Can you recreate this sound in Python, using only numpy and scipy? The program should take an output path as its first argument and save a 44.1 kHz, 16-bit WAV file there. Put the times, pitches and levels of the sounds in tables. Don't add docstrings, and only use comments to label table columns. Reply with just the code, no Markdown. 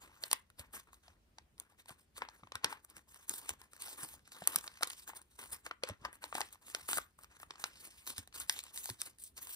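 import sys
import numpy as np
from scipy import signal
from scipy.fft import rfft, irfft, next_fast_len
from scipy.io import wavfile
from scipy.ndimage import uniform_filter1d, map_coordinates

SR = 44100
rng = np.random.default_rng(int(sys.argv[2]) if len(sys.argv) > 2 else 0)


def dump_mix(stems):
    frames = np.atleast_2d(stems).T
    limited = np.clip(frames, -1, 1)
    pcm = np.round(limited * 32767).astype(np.int16)
    wavfile.write(sys.argv[1], SR, pcm)


N = 421155


# (time [s], crack level [dB], tick level [dB], pop level [dB], panel pitch [Hz])
CREASE_SNAPS = [(0.237, -23.5, -27.5, -44.5, 597), (0.3138, -21, -23.5, -39.5, 870),
                (0.3301, -15.5, -13.5, -25, 1060), (0.5014, -56, -51.5, -56, 1470),
                (0.5945, -38.5, -34.5, -49, 580), (0.931, -62, -46, -50, 1050),
                (1.081, -45.5, -77, -53.5, 715), (1.384, -36.5, -56.5, -47.5, 884),
                (1.58, -51.5, -53, -67, 1050), (1.5991, -40, -26.5, -54.5, 1150),
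                (1.858, -52, -52, -55, 965), (1.8929, -40.5, -42, -49, 696),
                (2.1803, -40, -40.5, -45, 1130), (2.22, -36, -62, -27, 996),
                (2.2869, -37.5, -72.0, -42.5, 910), (2.4343, -70, -73, -44, 1210),
                (2.4716, -52, -78.0, -49, 1020), (2.5201, -32.5, -45.5, -37.5, 1110),
                (2.5542, -27, -29.5, -38.5, 1090), (2.6442, -14, -22.5, -22, 1620),
                (2.7264, -42, -48, -36, 970), (2.848, -70, -38, -56, 1250), (2.9, -55, -44, -73, 358),
                (2.9666, -47, -40, -45, 1560), (3.1443, -47, -43.5, -59, 1210.0),
                (3.281, -58, -40, -73, 1240.0), (3.2945, -31.5, -19.5, -48, 1610),
                (3.4921, -27.5, -20.5, -35, 1510), (3.6154, -43, -43.5, -51, 980),
                (3.7333, -47, -42, -51, 1350), (3.821, -39, -29, -65, 1020.0),
                (4.0321, -57, -33, -41, 1720), (4.1394, -50, -40, -53, 880),
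                (4.2764, -52, -45.5, -53, 1570.0), (4.319, -42, -44, -68, 1260.0),
                (4.4204, -55, -55.5, -39.5, 690), (4.4739, -19.5, -8.5, -28, 1880),
                (4.534, -44, -37, -48, 1110), (4.5472, -41, -38, -35, 1270),
                (4.5594, -19.5, -12.5, -29.5, 1210), (4.5858, -32, -27.5, -53, 1115),
                (4.6774, -30, -40, -41.5, 1220.0), (4.8093, -45, -47, -38.5, 670),
                (4.8261, -28, -44, -29.5, 1320), (4.8316, -15.5, -21, -25.5, 1290),
                (4.873, -36, -31, -43, 1090), (4.9008, -34, -29, -49, 1860),
                (4.9048, -30.5, -40, -51, 1040.0), (4.932, -38, -41, -52.5, 1050),
                (5.0923, -50.0, -51, -40.5, 880), (5.1336, -70, -69.0, -45, 920),
                (5.2163, -53.5, -43.5, -75, 1670), (5.4386, -53, -48, -40.5, 1860),
                (5.5314, -40, -31.5, -51, 990), (5.664, -37, -37, -32.5, 1670),
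                (5.711, -38.5, -54, -29.0, 1380), (5.8355, -18.5, -30, -30, 527),
                (5.8887, -38, -32, -42, 746), (5.8975, -40, -53, -36, 605), (6.05, -26.5, -45, -30, 1100),
                (6.1287, -65, -41, -47, 1710), (6.2399, -30.5, -45, -35.5, 970),
                (6.3266, -64, -59, -32, 1160), (6.3521, -30, -26, -28.5, 767),
                (6.382, -47, -32, -31.5, 930), (6.4062, -32, -24, -29, 835), (6.414, -22, -43, -30, 1860),
                (6.527, -63, -40, -59, 1310), (6.556, -59, -61, -54, 1010),
                (6.748, -20.5, -25, -29.5, 1500), (6.889, -55, -47, -31.5, 1230),
                (6.8987, -36, -30, -41, 950.0), (6.9312, -23.5, -23.5, -30.5, 1390),
                (6.972, -39, -31, -28.5, 1540), (6.9819, -31, -19.5, -32, 1480),
                (6.985, -51, -35, -27.5, 1226), (7.1894, -61, -46, -49.5, 1190),
                (7.235, -53, -41.5, -58, 1330), (7.2436, -47, -51, -55, 1300.0), (7.4, -46, -48, -48, 1830),
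                (7.431, -64, -44, -40, 1190), (7.5072, -30.5, -50, -41.5, 1110),
                (7.5565, -46, -71, -48, 1260), (7.6401, -19.5, -30.5, -30.5, 1360),
                (7.873, -48, -39, -60, 334), (8.0666, -38, -35, -66, 1110), (8.163, -46, -52, -70, 1320.0),
                (8.181, -30, -27, -39.5, 1790), (8.275, -47.5, -43.5, -53, 1750),
                (8.326, -44, -71, -62, 1228), (8.401, -55, -25, -52, 1080), (8.4958, -12, -15, -35, 970),
                (8.5902, -28.5, -26, -44, 1700), (8.6382, -42, -33.5, -54, 1250),
                (8.7753, -29.5, -29, -53, 1030.0), (8.891, -33.5, -44, -38, 950),
                (8.8994, -29, -27.5, -49, 346), (9.0166, -25, -21, -43, 1180),
                (9.1854, -51, -46, -69, 1850.0), (9.2384, -63, -31.5, -63, 1740.0),
                (9.3777, -42, -34, -55, 1220), ]

def snaps(rows):
    times, crack_db, tick_db, pop_db, panel_hz = np.transpose(rows)
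    count = len(times)
    tick = amp(tick_db + 2.5)[:, None] * burst(count, 6880, 12670, t60=0.0039, rise=0.00021)
    crack_noise = burst(count, 1700, 5900, t60=0.0098, rise=0.0007)
    crack_ring = ring(3600 * 1.5 ** rng.random(count), decay_cycles=7.8)
    crack = amp(crack_db - 2)[:, None] * (crack_noise + 0.3 * crack_ring)
    pop_noise = burst(count, 350, 2900, t60=0.017, rise=0.00015)
    pop = amp(pop_db + 4.5)[:, None] * (0.61 * ring(panel_hz, decay_cycles=2.03) + 0.57 * pop_noise)
    scattered = amp(crack_db - 10)[:, None] * burst(count, 1500, 6300, t60=0.0072, rise=0.002)
    return place(times, tick + crack + pop) + [[1], [-1]] * place(times, scattered)


def crackles(levels, per_s=22, mean_excess_db=3):
    when, size, pitch, *colours = rng.random((int(per_s * N / SR), 6)).T
    at = (when * N).astype(int)
    over_db = 5.5 - mean_excess_db * np.log(1 - size)
    crack_db, tick_db, pop_db = [20 * np.log10(level[at] + 1e-9) + over_db + 8 * (colour - 0.5)
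                                 for level, colour in zip(levels, colours)]
    return np.transpose([when * N / SR, crack_db, tick_db, pop_db - 5, 800 * 2.3 ** pitch])


# (time [s], duration [s], hiss level [dB], fine over coarse hiss [dB], panel rustle over hiss [dB])
FINGER_STROKES = [(0.015, 0.03, -56.5, -1.5, -3), (0.078, 0.12, -71, -3.5, 4.5),
                  (0.222, 0.042, -52, 6, -4.5), (0.312, 0.021, -48, -1.5, -4),
                  (0.593, 0.0069, -53.5, -0.5, 0), (0.64, 0.026, -77.5, 1, 10.5),
                  (0.739, 0.026, -50, 4, -5), (0.78, 0.022, -60.5, -3, -6.5), (0.875, 0.015, -78.5, -5, 7),
                  (0.93, 0.011, -63, 1, -3), (1.036, 0.083, -73, -6, 4.5), (1.379, 0.021, -76, -11, 3.5),
                  (1.59, 0.047, -72.5, 8, 6), (1.703, 0.014, -72.5, 0, 4.5), (1.79, 0.01, -60.5, -3, -4.5),
                  (1.886, 0.023, -56.5, -2, -2), (1.986, 0.036, -71, 2, -7), (2.166, 0.016, -52.5, 1.5, -6),
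                  (2.218, 0.011, -69, -28, 21), (2.294, 0.054, -75, -3, 8.5), (2.339, 0.033, -68.5, 4, -9),
                  (2.39, 0.083, -77.5, -4, 6.5), (2.55, 0.0081, -62, -5.5, 9.5),
                  (2.643, 0.011, -54.5, -23.5, 12), (2.698, 0.03, -51, -0.5, 2.5),
                  (2.836, 0.012, -66, 13, -7), (2.893, 0.019, -62.5, -3, -3), (2.955, 0.026, -59.5, -2, -3),
                  (3.088, 0.08, -63, 5, -3.5), (3.194, 0.047, -65, 3, -4.5), (3.292, 0.096, -48, 5, -8),
                  (3.412, 0.045, -59.5, 6, 0), (3.483, 0.017, -46.5, -1, -7.5),
                  (3.594, 0.05, -67.5, 1, 2.5), (3.722, 0.058, -65, 5, -4), (3.802, 0.14, -49.5, 3, -9.5),
                  (3.981, 0.064, -47, 5, -7), (4.062, 0.084, -55, 2, -9), (4.253, 0.035, -66.5, -9, -7),
                  (4.321, 0.14, -58.5, -3, -0.5), (4.472, 0.03, -53, 3.5, -1.5), (4.519, 0.076, -49, 1, -5),
                  (4.628, 0.048, -54.5, 7, -8.5), (4.705, 0.085, -64.5, -7, -2), (4.822, 0.011, -50, 2, -3),
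                  (4.874, 0.06, -56, 0, -9.5), (4.969, 0.059, -57, 1.5, -17.5), (5.08, 0.022, -51, 4, -4),
                  (5.162, 0.01, -50, 6.5, -6), (5.309, 0.081, -73, 2, -6), (5.39, 0.048, -50.5, 6, -5.5),
                  (5.46, 0.059, -56, 8, -7), (5.524, 0.017, -47, 7, -4.5), (5.653, 0.015, -59, -2, 2),
                  (5.71, 0.015, -76.5, -15, 10), (5.837, 0.015, -63, -12, 8),
                  (5.881, 0.014, -54.5, -7, 4.5), (6.019, 0.013, -68.5, -12, 8),
                  (6.05, 0.0067, -57, -16, 11), (6.133, 0.012, -60.5, 8.5, -2), (6.224, 0.027, -55, 3, -1),
                  (6.277, 0.051, -65, 0, -3), (6.351, 0.064, -48, 3, -1.5), (6.439, 0.042, -60, -5, -10),
                  (6.524, 0.0093, -57.5, 5, -5.5), (6.621, 0.055, -64.5, 1, -4.5),
                  (6.669, 0.046, -54, 4.5, -8), (6.742, 0.072, -58, -1, -2.5), (6.827, 0.06, -61.5, 0, -15),
                  (6.889, 0.085, -40, 7.5, -10), (6.998, 0.029, -60, -19, -6), (7.193, 0.047, -64, 6, -3),
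                  (7.307, 0.062, -68.5, -9, 2), (7.404, 0.02, -56.5, 9, -5), (7.503, 0.081, -67, -14, 1.5),
                  (7.594, 0.082, -53, 3, -3.5), (7.696, 0.087, -61.5, -10, -9),
                  (7.801, 0.071, -54.5, 2, -8), (7.91, 0.18, -61.5, -1, -12),
                  (8.075, 0.03, -43.5, 1, -11.5), (8.17, 0.019, -48.5, -5, -10),
                  (8.219, 0.036, -71.5, -5, -12), (8.348, 0.076, -47.5, 2, -9),
                  (8.492, 0.1, -50, -2, -11.5), (8.63, 0.066, -60, -3, -3.5),
                  (8.744, 0.15, -47, 5.5, -16.5), (8.91, 0.036, -60.5, -1, -12),
                  (9.005, 0.072, -49.5, 0, -10.5), (9.2, 0.074, -53.5, 9, -34), (9.37, 0.017, -53, 1, -9),
                  (9.416, 0.125, -48, 8, -14.5)]

def rubbing_levels():
    t = np.arange(0, N / SR + 0.01, 0.002)
    start, duration, hiss_db, fine_db, panel_db = np.transpose(FINGER_STROKES)[:, :, None]
    snap_time, crack_db, tick_db, pop_db, _ = np.transpose(CREASE_SNAPS)[:, :, None]
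    coarse_db = hiss_db - 10 * np.log10(1 + power(fine_db))
    before, after = np.clip(start - t, 0, 1), np.clip(t - start - duration, 0, 1)
    swell = power(-1299.5 * before)
    linger = power(-16 - 169.5 * after)
    settle = (t > snap_time) * power(-34.5 - 496.5 * np.clip(t - snap_time, 0, 1))

    def envelope(stroke_db, snap_db, fade_db_per_s):
        strokes = power(stroke_db) * swell * (power(-fade_db_per_s * after) + linger)
        settling = power(snap_db) * settle
        return np.interp(np.arange(N) / SR, t, np.sqrt(strokes.sum(0) + settling.sum(0)))

    return [envelope(coarse_db, crack_db, fade_db_per_s=598.5),
            envelope(coarse_db + fine_db, tick_db, fade_db_per_s=598.5),
            envelope(hiss_db + panel_db, pop_db, fade_db_per_s=382)]


# (frequency [Hz], level [dB])
HISS_SPECTRUM = [(1200, -19.5), (2200, -7.5), (3500, -4.5), (5500, -7), (8000, -1), (9500, -2.5),
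                 (11500, -2.5), (15650, -8.5), (15850, -40.5)]
# (frequency [Hz], level [dB])
PANEL_SPECTRUM = [(120, -19.5), (300, -5), (700, -9), (1050, 0.5), (1300, -3.5), (1650, -1), (2100, -5),
                  (3500, -14.5), (6000, -33)]
# (frequency [Hz], correlation [0-1])
PAPER_CORRELATION = [(100, 1), (700, 0.66), (1500, 1), (2800, 0.78), (4500, 1), (6000, 0.62), (7000, 0.77),
                     (8500, 0.88), (11500, 1), (14000, 0.99)]

def rubbing(coarse_level, fine_level, panel_level):
    jolts = slips(per_s=70, spread_db=3.5, decay_s=0.0015)
    friction = amp(2.9 * wobble(120)) * (1 + 0.63 * jolts)
    hiss = noise_pair(HISS_SPECTRUM, PAPER_CORRELATION, friction, patchy_db=3)
    lowpass = lambda hz: 1 / (1 + (hz / 7500) ** 8)
    coarse = unit(filtered(hiss, lowpass))
    fine = unit(filtered(hiss, lambda hz: 1 - lowpass(hz)))
    flexing = amp(2.3 * wobble(70)) * (1 + 1.2 * jolts)
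    rustle = noise_pair(PANEL_SPECTRUM, PAPER_CORRELATION, flexing, patchy_db=2.5)
    return coarse_level * coarse + fine_level * fine + panel_level * rustle


def slips(per_s, spread_db, decay_s):
    jolts = (rng.random(N) < per_s / SR) * amp(spread_db * np.minimum(rng.exponential(size=N), 4))
    return signal.lfilter([1], [1, -np.exp(-1 / (decay_s * SR))], jolts)


# (time [s], level [dB], pitch [Hz])
TABLE_THUDS = [(0.597, -54, 75.4), (1.908, -57, 151), (2.43, -57.5, 167), (2.551, -58.5, 87.5),
               (2.645, -52, 152), (2.971, -61, 190), (3.506, -58, 74.4), (4.031, -53, 161),
               (4.42, -53.5, 184), (4.559, -52, 199), (5.518, -64, 79), (5.904, -45, 95),
               (6.017, -58.5, 117), (6.047, -60.5, 61.9), (6.972, -60, 171), (7.001, -64, 57),
               (8.185, -50, 87), (8.905, -48.5, 112)]

def thuds():
    times, level_db, hz = np.transpose(TABLE_THUDS)
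    push = ring(hz, decay_cycles=0.8)
    puff = burst(len(times), 89, 300, t60=0.07, rise=0.0051)
    return place(times, amp(level_db + 5)[:, None] * (push + 0.5 * puff))


# (frequency [Hz], reverberation time T60 [s])
ROOM_DECAY = [(200, 0.15), (2000, 0.23), (10000, 0.027)]

def wall_echo(x):
    hz, t, noise = signal.stft(rng.standard_normal((2, SR // 3)), SR, nperseg=128)
    decay = amp(-60 * t / along(ROOM_DECAY, hz)[:, None])
    tail = signal.istft(noise * decay, SR, nperseg=128)[1]
    delayed = np.pad(x, (130, 0))[None]
    return signal.fftconvolve(delayed, tail / np.linalg.norm(tail[0]), axes=1)[:, :N]


# (frequency [Hz], level [dB])
BACKGROUND_SPECTRUM = [(20, -17), (40, -1), (70, 4), (110, -6), (200, -8), (500, -17.5), (1200, -23.5),
                       (3000, -26.5), (6500, -31.5), (10000, -31), (15650, -37), (15850, -66)]
# (frequency [Hz], correlation [0-1])
ROOM_CORRELATION = [(60, 0.94), (300, 0.84), (800, 0.084), (5000, 0.078), (8000, 0.23), (14000, .8)]

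def room_tone():
    return amp(-71 + 0.81 * wobble(5.3)) * noise_pair(BACKGROUND_SPECTRUM, ROOM_CORRELATION, patchy_db=1.5)


def burst(count, lo_hz, hi_hz, t60, rise):
    t = np.arange(SR // 20) / SR
    rows = rng.standard_normal((count, len(t))) * amp(-60 * t / t60) * (1 - np.exp(-t / rise))
    rows = signal.sosfilt(signal.butter(3, [lo_hz, hi_hz], "band", fs=SR, output="sos"), rows)
    return rows / np.abs(rows).max(axis=1, keepdims=True)


def ring(hz, decay_cycles):
    cycles = np.asarray(hz)[:, None] * np.arange(SR // 20) / SR
    rows = np.sin(2 * np.pi * cycles) * np.exp(-cycles / decay_cycles) * (1 - np.exp(-3 * cycles))
    return rows / np.abs(rows).max(axis=1, keepdims=True)


def noise_pair(spectrum, correlation, envelope=1, patchy_db=0):
    cells = signal.stft(rng.standard_normal((2, N)) * envelope, nperseg=256)[2]
    patches = uniform_filter1d(rng.standard_normal(cells.shape[1:]), size=6, axis=0)
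    patches = unit(uniform_filter1d(patches, size=16, axis=1))
    noise = signal.istft(cells * amp(patchy_db * patches), nperseg=256)[1][:, :N]

    def response(hz):
        angle = np.arccos(np.clip(along(correlation, hz), -1, 1)) / 2
        return amp(along(spectrum, hz)) * [np.cos(angle), np.sin(angle)]

    common, opposed = filtered(noise, response)
    return unit(np.array([common + opposed, common - opposed]))


def place(times, rows):
    at = np.round(np.asarray(times) * SR).astype(int)[:, None] + np.arange(rows.shape[1])
    return np.bincount(at.ravel(), rows.ravel(), N + SR)[:N]


def filtered(x, response):
    size = next_fast_len(N + SR // 2)
    return irfft(rfft(x, size) * response(np.fft.rfftfreq(size, 1 / SR)), size)[..., :N]


def wobble(per_s):
    return map_coordinates(rng.standard_normal(int(N * per_s / SR) + 4), [np.arange(N) * per_s / SR])


def along(points, hz):
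    knots_hz, values = np.transpose(points)
    return np.interp(np.log(hz + 1), np.log(knots_hz + 1), values)


def amp(db):
    return 10 ** (np.asarray(db) / 20)


def power(db):
    return amp(2 * db)


def unit(x):
    return x / np.sqrt(np.mean(x ** 2) + 1e-20)


def scene():
    levels = rubbing_levels()
    direct = snaps(np.vstack([CREASE_SNAPS, crackles(levels)])) + thuds() + rubbing(*levels)
    return direct + amp(-19) * wall_echo(direct[0]) + room_tone()


# (frequency [Hz], lead of the left [rad])
PORT_PHASE = [(0, 0), (1000, .6), (2000, 2.3), (2500, 3.2), (3000, 3.2), (4000, 5.3), (6000, 5.3),
              (7000, 3.1), (16800, -10.1)]
# (frequency [Hz], left minus right [dB])
PORT_BALANCE = [(200, 0), (500, 2.5), (800, 4.5), (1300, 5.5), (1900, 1), (2700, -1), (4500, -1.5),
                (7000, 1), (9000, 0)]
# (frequency [Hz], gain [dB])
OVERALL_TONE = [(20, -9), (55, -1), (15500, -1), (16000, -13), (16800, -22.5)]

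def record(dry):
    side = np.array([[0.5], [-0.5]])
    band_limit_hz = 16800

    def response(hz):
        gain = amp(along(OVERALL_TONE, hz) + side * along(PORT_BALANCE, hz))
        phase = side * np.interp(hz, *np.transpose(PORT_PHASE))
        return gain * np.exp(1j * phase) * (hz < band_limit_hz)

    return filtered(dry, response)


dry = scene()
out = record(dry)
dump_mix(out)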